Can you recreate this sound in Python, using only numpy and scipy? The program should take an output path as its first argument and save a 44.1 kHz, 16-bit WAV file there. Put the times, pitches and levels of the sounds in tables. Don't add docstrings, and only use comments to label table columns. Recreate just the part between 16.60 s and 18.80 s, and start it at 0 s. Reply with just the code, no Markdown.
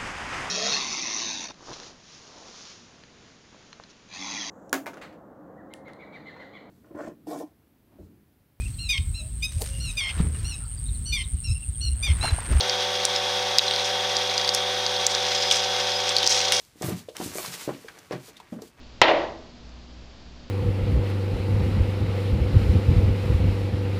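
import sys
import numpy as np
from scipy import signal
from scipy.fft import rfft, irfft
from scipy.io import wavfile
from scipy.ndimage import uniform_filter1d

SR = 44100
rng = np.random.default_rng(int(sys.argv[2]) if len(sys.argv) > 2 else 0)


def waveform_to_disk(signal):
    frames = np.transpose(np.atleast_2d(signal))
    scaled = np.clip(frames, -1, 1) * 32767
    samples = np.round(scaled).astype(np.int16)
    wavfile.write(sys.argv[1], SR, samples)


N = 97020
PANEL_HZ = 300


def amp(db):
    return 10 ** (np.asarray(db) / 20)


def unit(x):
    return x / np.sqrt(np.mean(x ** 2) + 1e-20)


def read(points, hz):
    f, value = np.transpose(points)
    return np.interp(np.log(hz + 1), np.log(f), value)


def add(mix, s, sound):
    part = mix[max(round(s * SR), 0):][:len(sound)]
    part += sound[:len(part)]


def colour(x, spectrum):
    gain = amp(read(spectrum, np.fft.rfftfreq(N, 1 / SR)))
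    return unit(irfft(rfft(x) * gain, N))


def grains(per_s, spread_db):
    clicks = rng.standard_normal(N) * (rng.random(N) < per_s / SR)
    return clicks * amp(spread_db * np.minimum(rng.exponential(1, N), 4))


def burst(hz, t, width_oct, skirt_db):
    octaves = np.log2((np.fft.rfftfreq(len(t), 1 / SR) + 1) / hz)
    peak = np.exp(-.5 * (octaves / width_oct) ** 2)
    skirt = amp(skirt_db - 10.5 * np.maximum(abs(octaves) - 1, 0))
    phases = np.exp(2j * np.pi * rng.random(len(peak)))
    return unit(irfft((peak + skirt) * phases, len(t)))


def rubbing():
    # f/Hz, level/dB
    fur_tone = [(800, -22), (2500, -2.5), (4200, 1), (7500, -0.5), (10500, -4), (15000, -7.5)]
    # t/s, level/dB
    fur_levels = [(0, -56), (.14, -67), (.215, -52.5), (.225, -42.5), (.29, -41), (.355, -51),
                  (.385, -44.5), (.45, -64), (.54, -60.5), (.585, -46.5), (.645, -39), (.725, -46.5),
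                  (.78, -44), (.865, -37), (.905, -43.5), (.945, -37), (.975, -46.5), (1.02, -39.5),
                  (1.06, -43.5), (1.09, -54), (1.5, -63), (1.6, -59), (1.69, -49.5), (1.72, -64.5),
                  (1.88, -70.5), (1.935, -59), (2.0, -69.5), (2.03, -57), (2.08, -56.5), (2.12, -72)]
    # f/Hz, level/dB
    drag_tone = [(90, 4), (200, 12.5), (450, 13.5), (1100, 13), (2000, 13), (3200, 7), (6000, -1),
                 (14000, -35)]
    # t/s, level/dB
    drag_levels = [(.15, -68), (.21, -58), (.23, -39.5), (.31, -42), (.54, -74.5), (.555, -43), (.62, -49),
                   (.79, -46), (.87, -42), (.905, -45.5), (.945, -45), (.975, -49), (1.02, -42.5),
                   (1.05, -49.5), (1.1, -50.5), (1.25, -58), (1.35, -52), (1.495, -59), (1.535, -41),
                   (1.59, -55.5), (1.88, -58.5), (2.165, -65.5), (2.178, -55)]
    t = np.arange(N) / SR
    fur = colour(grains(per_s=13000, spread_db=-2.5), fur_tone)
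    drag = colour(grains(per_s=3500, spread_db=1.5), drag_tone)
    fur_gain = amp(np.interp(t, *np.transpose(fur_levels)) + 0.5)
    drag_gain = amp(np.interp(t, *np.transpose(drag_levels)) - 1)
    return fur * fur_gain + drag * drag_gain


def claws():
    # t/s, level/dB, brightest f/Hz, fade time/s
    ticks = [(.049, -40, 6000, 0.0012), (0.222, -15.5, 6640, 0.00067), (0.2391, -31, 2560, 0.0037),
             (0.487, -45, 3360, 0.011), (0.5672, -18, 4200, 0.0012), (0.7834, -18, 2180, 0.0011),
             (0.8606, -22, 4900, 0.0011), (1.283, -34.5, 1630, 0.0079), (1.387, -42, 5470, 0.005),
             (1.5094, -34.5, 1820, 0.0024), (1.5216, -37.5, 2040, 0.019), (1.767, -45, 3630, 0.01),
             (1.8, -47.5, 3300, 0.0077), (2.019, -37.5, 5030, 0.0038)]
    rise_s = 0.00075
    t, out = np.arange(SR // 8) / SR, np.zeros(N)
    for s, db, hz, decay in ticks:
        envelope = np.exp(-t / decay) * (1 - np.exp(-t / rise_s))
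        add(out, s, amp(db) * burst(hz, t, width_oct=0.33, skirt_db=-6.5) * envelope)
    return out


def blows(rows, rise_cycles, decay_s, rattle_db):
    rattle_fade_s = 0.016
    t, out = np.arange(SR // 4) / SR, np.zeros(N)
    for s, db, hz in rows:
        rise = 1 - np.exp(-t * hz / rise_cycles)
        fade = np.exp(-t * np.sqrt(hz / PANEL_HZ) / decay_s)
        flex = np.sin(2 * np.pi * hz * t) * rise * fade
        rattle = burst(hz, t, width_oct=0.7, skirt_db=3) * rise * np.exp(-t / rattle_fade_s)
        add(out, s, amp(db) * (flex / abs(flex).max() + amp(rattle_db) * rattle))
    return out


def knocks():
    # t/s, level/dB, panel f/Hz
    hard_hits = [(0.157, -45, 293), (0.2125, -28, 360), (.2275, -27.5, 700), (.246, -27.5, 345),
                 (.286, -23, 373), (.308, -30, 424), (.601, -23, 340), (.612, -26.5, 864), (.660, -30, 268),
                 (.755, -28, 440), (.784, -24.5, 633), (.848, -27.5, 1070), (1.0768, -21, 340),
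                 (1.0835, -27, 352), (1.0915, -21.5, 557), (1.1012, -33, 576), (1.510, -24.5, 470),
                 (1.5163, -33, 505), (1.525, -28.5, 1040), (1.5313, -30.5, 650), (1.536, -28, 360),
                 (1.5495, -40, 520), (2.020, -34, 410)]
    # t/s, level/dB, panel f/Hz
    body_bumps = [(.238, -28.5, 150), (.275, -28, 100), (.319, -28.5, 191), (.614, -34, 234),
                  (.655, -39, 88), (.878, -42.5, 145), (1.119, -34.5, 263), (1.534, -34.5, 135),
                  (1.682, -43, 460), (1.9225, -27.5, 238), (1.963, -36, 224), (1.986, -41.5, 504)]
    # t/s, level of each of two layers/dB, panel f/Hz
    pad_taps = [(.4855, -36, 518), (1.246, -44, 450), (1.8015, -43, 950)]
    out = blows(hard_hits, rise_cycles=0.15, decay_s=0.0029, rattle_db=-12)
    out += blows(body_bumps, rise_cycles=0.99, decay_s=0.0053, rattle_db=-6)
    for _ in range(2):
        out += blows(pad_taps, rise_cycles=0.7, decay_s=0.0045, rattle_db=-17)
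    return out


def shell(hits):
    # f/Hz, level before the high notes are lifted/dB
    notes = [(101, -13), (130, 0), (175, 0), (232, 7.5), (280, 7.5), (366, 8), (474, 4), (520, 3.5),
             (615, 9), (735, 8.5), (1040, 5.5)]
    ring_s = 0.077
    t, ring = np.arange(SR // 2) / SR, np.zeros(SR // 2)
    for hz, db in notes:
        fall_db = 60 * t / ring_s * max(1, np.sqrt(hz / PANEL_HZ))
        ring += amp(db - fall_db) * np.sqrt(hz) * np.cos(2 * np.pi * hz * t)
    return hits + 2.66 / SR * signal.fftconvolve(hits, ring)[:N]


def scrapes():
    # middle t/s, level/dB, brightest f/Hz, half length/s
    strokes = [(0.271, -40, 11600, 0.037), (0.66, -42, 7150, 0.041), (0.772, -37, 8100, 0.033),
               (0.825, -40.5, 11800, 0.032), (0.938, -40, 1640, 0.0097), (1.147, -51, 2570, 0.018)]
    width_oct = 0.61
    t, out = np.arange(N) / SR, np.zeros(N)
    f = np.fft.rfftfreq(N, 1 / SR) + 1
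    for s, db, hz, half_length in strokes:
        slips = grains(per_s=2200, spread_db=1)
        band = np.exp(-.5 * (np.log2(f / hz) / width_oct) ** 2)
        grit = unit(irfft(rfft(slips) * band, N))
        out += amp(db) * grit * np.exp(-((t - s) / half_length) ** 2)
    return out


def squeaks():
    # middle t/s, level/dB, f/Hz, half length/s
    chirps = [(1.522, -38, 5450, 0.0021), (1.769, -43.5, 3740, 0.0037)]
    t, out = np.arange(N) / SR, np.zeros(N)
    for s, db, hz, half_length in chirps:
        waver = 0.073 * unit(uniform_filter1d(rng.standard_normal(N), size=40))
        tone = np.sin(2 * np.pi * np.cumsum(hz * (1 + waver)) / SR)
        out += amp(db) * tone * np.exp(-abs(t - s) / half_length)
    return out


def room(x):
    # f/Hz, time to fall by 60 dB/s
    ring_times = [(100, 0.36), (1500, 0.095), (14000, 0.15)]
    # delay/s, gain
    walls = [(.0068, 0.094), (0.0159, 0.23)]
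    build_s, absorb_hz = 0.0058, 2140
    t = np.arange(SR // 2) / SR
    hz, age, noise = signal.stft(rng.standard_normal(len(t)), SR, nperseg=256)
    fade = amp(-60 * age / read(ring_times, hz)[:, None])
    tail = signal.istft(noise * fade, SR, nperseg=256)[1][:len(t)]
    tail *= 1 - np.exp(-(t / build_s) ** 2)
    echoes = amp(-7.5) * tail / np.linalg.norm(tail)
    for delay, gain in walls:
        add(echoes, delay, np.array([gain]))
    dulled = signal.lfilter(*signal.butter(1, absorb_hz, fs=SR), echoes)
    return x + signal.fftconvolve(x, dulled)[:N]


def scene():
    # f/Hz, level/dB
    air_tone = [(20, -4.5), (72, -1), (170, -5), (500, -16.5), (15000, -42.5)]
    ferret = room(shell(knocks()) + claws() + squeaks() + scrapes() + rubbing())
    air = amp(-62) * colour(rng.standard_normal(N), air_tone)
    return (ferret + air)[None]


def record(dry):
    low_hz, high_hz = 60, 15450
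    thin = signal.sosfilt(signal.butter(2, low_hz, "high", fs=SR, output="sos"), dry)
    treble_cut = signal.firwin(511, high_hz, window=("kaiser", 9), fs=SR)
    return signal.oaconvolve(thin, treble_cut[None], "same")


dry = scene()
out = record(dry)
waveform_to_disk(out)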